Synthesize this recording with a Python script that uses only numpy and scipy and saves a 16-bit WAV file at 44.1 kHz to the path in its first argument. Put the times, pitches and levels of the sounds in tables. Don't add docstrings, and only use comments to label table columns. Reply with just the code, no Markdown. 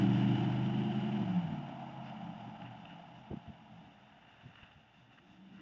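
import sys
import numpy as np
from scipy import signal
from scipy.fft import rfft, irfft, next_fast_len
from scipy.io import wavfile

SR = 44100
rng = np.random.default_rng(int(sys.argv[2]) if len(sys.argv) > 2 else 0)


def dump_mix(stems):
    frames = np.atleast_2d(stems).T
    limited = np.clip(frames, -1, 1)
    pcm = np.round(limited * 32767).astype(np.int16)
    wavfile.write(sys.argv[1], SR, pcm)


N = 247401
TIME = np.arange(N) / SR

# (time [s], cycle rate [Hz])
ENGINE_SPEED = [(0, 24.3), (.1, 24.35), (.19, 24.85), (.29, 25.1), (.39, 24.85), (.57, 25.27), (.78, 25.8),
                (1.15, 26), (1.23, 24.2), (1.3, 22.8), (1.39, 22), (1.5, 19.4), (1.68, 17.4), (1.8, 17),
                (2, 16.7), (2.22, 16.1), (2.42, 14.7), (2.62, 15.4), (2.78, 14.7), (2.9, 15.5),
                (3.15, 15.7), (3.7, 15.6), (4, 15.2), (4.35, 14.2), (5.15, 14.8), (5.28, 23), (5.45, 23.8),
                (5.61, 23)]
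# (time [s], throttle [0-1])
THROTTLE = [(0, 0.86), (1.33, 0.75), (1.52, 0.34), (1.72, 0.07), (4.97, 0), (5.3, 0), (5.61, 0.5)]
def engine():
    cycle_hz, = curves(ENGINE_SPEED)
    throttle, = curves(THROTTLE)
    return cycle_hz, np.cumsum(cycle_hz) / SR, throttle


def exhaust(cycle_hz, cycles, throttle, coast_db=-40.5, pull_db=14, shade_db=-17):
    spread_db, hidden = journey()
    surge_db, splutter_db, burble_db = surges()
    note = engine_note(cycle_hz, cycles, throttle, hidden, burble_db)
    note += skip_echo(note)
    rumble = muffler_rumble(cycle_hz, cycles)
    roughness = gain_of(-15.75 + 4.5 * (1 - throttle) + 7.5 * hidden + splutter_db)
    level_db = coast_db + pull_db * throttle + spread_db + shade_db * hidden + surge_db
    level_db += 0.6 * wander(16)
    return gain_of(level_db) * (note + roughness * rumble) / np.sqrt(1 + roughness ** 2)


# (multiple of the cycle rate, level pulling [dB], level coasting [dB])
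ORDERS = [(3, -21.5, -31), (4, -16.5, -32), (5, 5.5, -18.5), (6, -5.5, -24), (7, -3.5, -13.5),
          (8, 0.5, 2.5), (9, -20.5, -11.5), (10, -15.5, -9.5), (11, -14.5, -3.5), (12, -16, -18),
          (13, -5, -3.5), (14, -15.5, -6), (15, -36.5, -9.5), (16, -16, -18), (17, -18, -13),
          (18, -34.5, -5.5), (19, -32, -4.5), (20, -25.5, -24.5)]
# (frequency [Hz], half width [Hz], gain [dB])
BOOMS = [(172, 11, 11.5), (211.3, 7.2, 12), (235, 4, 5), (263, 9.6, -8), (293, 8.7, 2.5), (317.7, 6.9, 2)]
def engine_note(cycle_hz, cycles, throttle, hidden, burble_db, muffler_hz=327):
    shaken = cycles + 0.003 * wander(28)
    fading = np.sqrt(hidden)
    note, power = np.zeros(N), np.zeros(N)
    for order, pulling_db, coasting_db in ORDERS:
        order_hz = order * cycle_hz
        boom_db = sum(db / (1 + ((order_hz - hz) / width) ** 2) for hz, width, db in BOOMS)
        muffled = 1 / np.sqrt(1 + (order_hz / muffler_hz) ** 10)
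        amplitude = muffled * gain_of(throttle * pulling_db + (1 - throttle) * (coasting_db + boom_db))
        amplitude *= gain_of((1.2 + 5 * fading) * wander(8.2))
        phase = 2 * np.pi * (order * shaken + rng.random()) + (0.06 + 0.5 * fading) * wander(12)
        if order != 8:
            amplitude *= gain_of(burble_db)
        note += amplitude * np.cos(phase)
        power += amplitude ** 2 / 2
    return note / np.sqrt(power)


# (frequency [Hz], relative level [dB])
MUFFLER_SPECTRUM = [(20, -20), (60, -23), (90, -21.5), (108, -14), (128, -0.5), (170, -5.5), (215, -5),
                    (245, -3.5), (275, -3), (335, -3.5), (375, -13.5), (470, -26.5), (700, -38),
                    (1500, -68)]
# (frequency [Hz], width [Hz], gain [dB])
MUFFLER_RINGS = [(131, 12, 6), (206, 12, 2.5), (280, 16, 7.5), (335, 18, 2), (394, 25, 2.5)]
def muffler_rumble(cycle_hz, cycles, gas=0.44):
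    firings = np.diff(np.floor(8 * cycles), prepend=0)
    thuds = evened(firings * rng.standard_normal(N) / np.sqrt(cycle_hz))
    return coloured(thuds + gas * rng.standard_normal(N), MUFFLER_SPECTRUM, MUFFLER_RINGS)


# (time [s], length [s], level [dB], roughness [dB], burble [dB])
SURGES = [(0.085, 0.39, 1, 8, -3.5), (0.33, 0.047, 1, -1, 1.5), (0.49, 0.3, -0.5, 2.5, 5),
          (0.377, 0.014, -6, 17, -2), (1.0, 0.26, -0.2, -4.5, -1.5), (1.22, 0.065, 2.5, 2.5, -0.5),
          (1.249, 0.01, -7, 0, 6.5), (1.308, 0.027, 5, 3, -15), (1.376, 0.036, 11, -5, -33.5),
          (1.451, 0.014, 9, 2.5, -18), (1.526, 0.05, 5, -8, 4.5), (1.9, 0.16, -1, -4, -1.5),
          (1.93, 0.02, -4, -3.5, 6), (2.7, 0.05, 3, -2, -7), (1.99, 0.05, 2.5, -3, -6.5),
          (1.434, 0.032, -0.5, -6.5, -1.5), (1.6, 0.05, 2, -6, 0), (2.27, 0.14, 4, -11.5, 2),
          (2.491, 0.036, 4.5, 16, 2), (2.58, 0.035, -5, 2, -1), (2.39, 0.056, -1.5, 8, 0),
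          (2.857, 0.055, 0, -2, 5), (2.64, 0.039, 4.5, -2, 3), (2.922, 0.024, 4.5, -14, 12),
          (3.78, 0.17, 7, -6, 2.5), (5.097, 0.11, 6.5, 5.5, -12), (5.513, 0.57, 10, -9, -1.5),
          (5.38, 0.063, 2, 2, -2)]
def surges(shift_s=1.2, shift_db=-4):
    level_db, rough_db, burble_db = sum(np.outer(dbs, swell(s, length)) for s, length, *dbs in SURGES)
    return level_db, rough_db, burble_db + shift_db * swell(shift_s, length=0.05)


START_M, TRUCK_M_PER_S = 12.46, 10.82
def journey(bank_from_m=37.1, bank_to_m=64.2):
    distance_m = START_M + TRUCK_M_PER_S * TIME
    hidden = np.clip((distance_m - bank_from_m) / (bank_to_m - bank_from_m), 0, 1)
    return -20 * np.log10(distance_m / START_M), hidden


# (time [s], level [dB])
ECHO_LEVEL = [(0, -10), (0.4, -6), (0.66, -15.5), (0.8, -1), (1.0, -2.5), (1.22, -1), (1.3, -15),
              (1.45, -19), (1.62, -5.5), (1.75, -10), (1.9, -1.5), (2.15, -14), (2.5, -2.5), (3.5, -8.5),
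              (5.61, -3)]
def skip_echo(note, down_lane_m=45, aside_m=14, low_cut_hz=178):
    level_db, = curves(ECHO_LEVEL)
    ahead_m = down_lane_m - START_M - TRUCK_M_PER_S * TIME
    delay_s = (ahead_m + np.hypot(ahead_m, aside_m)) / 343
    thin = signal.sosfiltfilt(signal.butter(4, low_cut_hz, "high", fs=SR, output="sos"), note)
    return gain_of(level_db) * np.interp(TIME - delay_s, TIME, thin, left=0)


# (frequency [Hz], relative level [dB])
HISS_SPECTRUM = [(2000, -31.5), (2550, -15.5), (2750, -4.5), (2900, -0.5), (3130, -5), (3350, -17),
                 (4300, -31), (7000, -41.5)]
# (time [s], level [dB])
HISS_LEVEL = [(0, -65), (0.3, -56), (0.62, -64), (0.85, -56.5), (1.15, -61), (1.4, -68), (1.65, -80),
              (2, -100)]
def tailpipe_hiss(cycles, flutter_depth=0.28, flicker_db=0.26):
    level_db, = curves(HISS_LEVEL)
    flutter = 1 + flutter_depth * np.cos(2 * np.pi * 8 * cycles)
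    hiss = coloured(rng.standard_normal(N) * flutter, HISS_SPECTRUM)
    return hiss * gain_of(level_db - flicker_db * wander(40))


# (frequency [Hz], relative level [dB])
TYRE_SPECTRUM = [(100, -31), (460, -39), (530, -19), (620, -6.5), (695, 0), (770, 0), (860, -2),
                 (980, -7.5), (1120, -19), (1350, -13), (1600, -31), (3000, -73)]
# (frequency [Hz], width [Hz], gain [dB])
TYRE_RINGS = [(703, 10, 3.5), (760, 26, -0.5), (854, 61, 1.5)]
def tyre_roar(start_db=-46, spread_share=0.55, shade_db=-17, flutter_db=0.86):
    spread_db, hidden = journey()
    level_db = start_db + spread_share * spread_db + shade_db * hidden
    roar = coloured(rng.standard_normal(N), TYRE_SPECTRUM, TYRE_RINGS)
    return roar * gain_of(level_db + flutter_db * wander(62))


# (frequency [Hz], relative level [dB])
RUSH_SPECTRUM = [(300, -6), (600, 3.5), (1100, -6), (1450, 2.5), (1750, -0.5), (2550, -3), (2900, 3),
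                 (3300, -7.5), (4300, -19), (6000, -31), (7200, -38.5), (8200, -49.5)]
# (frequency [Hz], width [Hz], gain [dB])
RUSH_PEAKS = [(2316, 29, 4.5), (2985, 150, 2), (3490, 77, 4.5), (4915, 140, 11), (5685, 350, 11),
              (6830, 530, 12)]
def gas_rush(throttle, coast_db=-51.5, pull_db=4.5, shade_db=-5.5, flutter_db=1.25):
    spread_db, hidden = journey()
    level_db = coast_db + pull_db * throttle + spread_db + shade_db * hidden
    rush = coloured(rng.standard_normal(N), RUSH_SPECTRUM, RUSH_PEAKS)
    return rush * gain_of(level_db + flutter_db * wander(64))


def grit_spray(at_s=2.07, level_db=-75):
    fizz = coloured(rng.standard_normal(N), [(2000, -26), (5000, 11.5), (6000, -5), (7500, -31)])
    return gain_of(level_db) * swell(at_s, length=0.05) * fizz


# (frequency [Hz], relative level [dB])
EDDY_SPECTRUM = [(25, -36), (70, -2), (135, 6.5), (220, -1.5), (380, -7.5), (470, -11), (800, -14)]
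# (time [s], level [dB], length [s], lower edge [Hz], upper edge [Hz])
WIND_BUMPS = [(3.318, -38.5, 0.014, 55, 560), (3.333, -39.5, 0.004, 297, 850), (3.342, -38, 0.013, 70, 330),
              (3.376, -41, 0.013, 109, 260), (3.484, -44.5, 0.011, 60, 200), (3.5, -41.5, 0.0077, 110, 280),
              (4.46, -48, 0.018, 65, 295), (4.501, -56.5, 0.025, 99, 182), (4.635, -52, 0.0086, 35, 220),
              (4.767, -58.5, 0.032, 55, 188)]
def wind_bumps():
    bumps, pressure = np.zeros(N), coloured(rng.standard_normal(N), EDDY_SPECTRUM)
    for s, db, length, low_hz, high_hz in WIND_BUMPS:
        envelope = swell(s, length)
        band = signal.butter(3, [low_hz, high_hz], "band", fs=SR, output="sos")
        eddy = signal.sosfilt(band, pressure) * envelope
        bumps += gain_of(db) * eddy * np.sqrt(np.sum(envelope ** 2) / np.sum(eddy ** 2))
    return bumps


# (frequency [Hz], relative level [dB])
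SCRAPE_SPECTRUM = [(300, -16), (1100, -1.5), (1400, 5), (1900, 3), (2300, -14.5), (3500, -31),
                   (4100, -21.5), (7000, -42)]
# (frequency [Hz], relative level [dB])
RING_SPECTRUM = [(2000, -19), (2600, -3.5), (2800, 4.5), (3000, -1.5), (3300, -24), (3550, -8), (4100, -59)]
# (time [s], level [dB], length [s], share that rings [0-1])
SCUFFS = [(2.08, -58, 0.044, 0.45), (2.62, -51, 0.0025, 0.37), (2.668, -58, 0.036, 0.66),
          (2.733, -56, 0.0017, 0.4), (2.856, -50.5, 0.0029, 0.9), (2.902, -61, 0.07, 0.8),
          (3.097, -62, 0.0018, 0.3), (4.382, -68, 0.67, 0.44), (4.413, -64.5, 0.0047, 0.4),
          (4.558, -56, 0.003, 0.6), (4.587, -60.5, 0.0075, 0.1), (4.637, -60, 0.0065, 0.8),
          (4.64, -69.5, 0.11, 0.55), (4.719, -60.5, 0.005, 1), (5.12, -68.5, 0.029, 0.6),
          (5.185, -58.5, 0.011, 0.17), (5.59, -67, 0.096, 0.2)]
def scuffs(grains_per_s=5000):
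    grains = rng.standard_normal(N) * (rng.random(N) < grains_per_s / SR)
    grains *= gain_of(2 * np.minimum(rng.exponential(1, N), 3))
    scrape, ring = coloured(grains, SCRAPE_SPECTRUM), coloured(grains, RING_SPECTRUM)
    bursts = np.zeros(N)
    for s, db, length, share in SCUFFS:
        bursts += gain_of(db) * swell(s, length) * (np.sqrt(1 - share) * scrape + np.sqrt(share) * ring)
    return bursts


# (frequency [Hz], relative level [dB])
BREEZE_SPECTRUM = [(25, -8.5), (70, 11), (200, 12.5), (450, -2.5), (800, -4), (1130, -2), (1370, -1),
                   (1900, -0.5), (2300, -12.5), (2780, 8.5), (3000, -12), (3250, -9), (3550, 1.5),
                   (4100, -17.5), (5600, -15), (7000, -22), (8000, -49)]
def breeze(level_db=-68, flicker_db=1.77):
    hiss = coloured(rng.standard_normal(N), BREEZE_SPECTRUM)
    return hiss * gain_of(level_db + flicker_db * wander(11))


def gain_of(db):
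    return 10 ** (db / 20)


def evened(x):
    return x / np.sqrt(np.mean(x ** 2) + 1e-20)


def curves(rows):
    times, *columns = np.transpose(rows)
    return [np.interp(TIME, times, column) for column in columns]


def coloured(x, spectrum, peaks=()):
    size = next_fast_len(N + 8192)
    hz = np.fft.rfftfreq(size, 1 / SR)
    points_hz, points_db = np.transpose(spectrum)
    db = np.interp(np.log(hz + 1), np.log(points_hz), points_db)
    db += sum(peak_db * np.exp(-((hz - centre) / width) ** 2) for centre, width, peak_db in peaks)
    return evened(irfft(rfft(x, size) * gain_of(db), size)[:N])


def wander(rate_hz, size=2048):
    hz = np.fft.rfftfreq(size, N / SR / size)
    slow = irfft(rfft(rng.standard_normal(size)) / (1 + (hz / rate_hz) ** 4))
    return np.interp(np.arange(N) / N * size, np.arange(size), evened(slow))


def swell(s, length):
    return np.exp(-2 * np.minimum(((TIME - s) / length) ** 2, 20))


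def scene():
    cycle_hz, cycles, throttle = engine()
    tailpipe = exhaust(cycle_hz, cycles, throttle) + tailpipe_hiss(cycles)
    road = tyre_roar() + gas_rush(throttle) + grit_spray()
    surroundings = breeze() + scuffs() + wind_bumps()
    return (tailpipe + road + surroundings)[None]


def record(dry):
    low_pass = signal.firwin(511, 7900, window=("kaiser", 9), fs=SR)
    return signal.oaconvolve(dry, low_pass[None], "same")


dry = scene()
out = record(dry)
dump_mix(out)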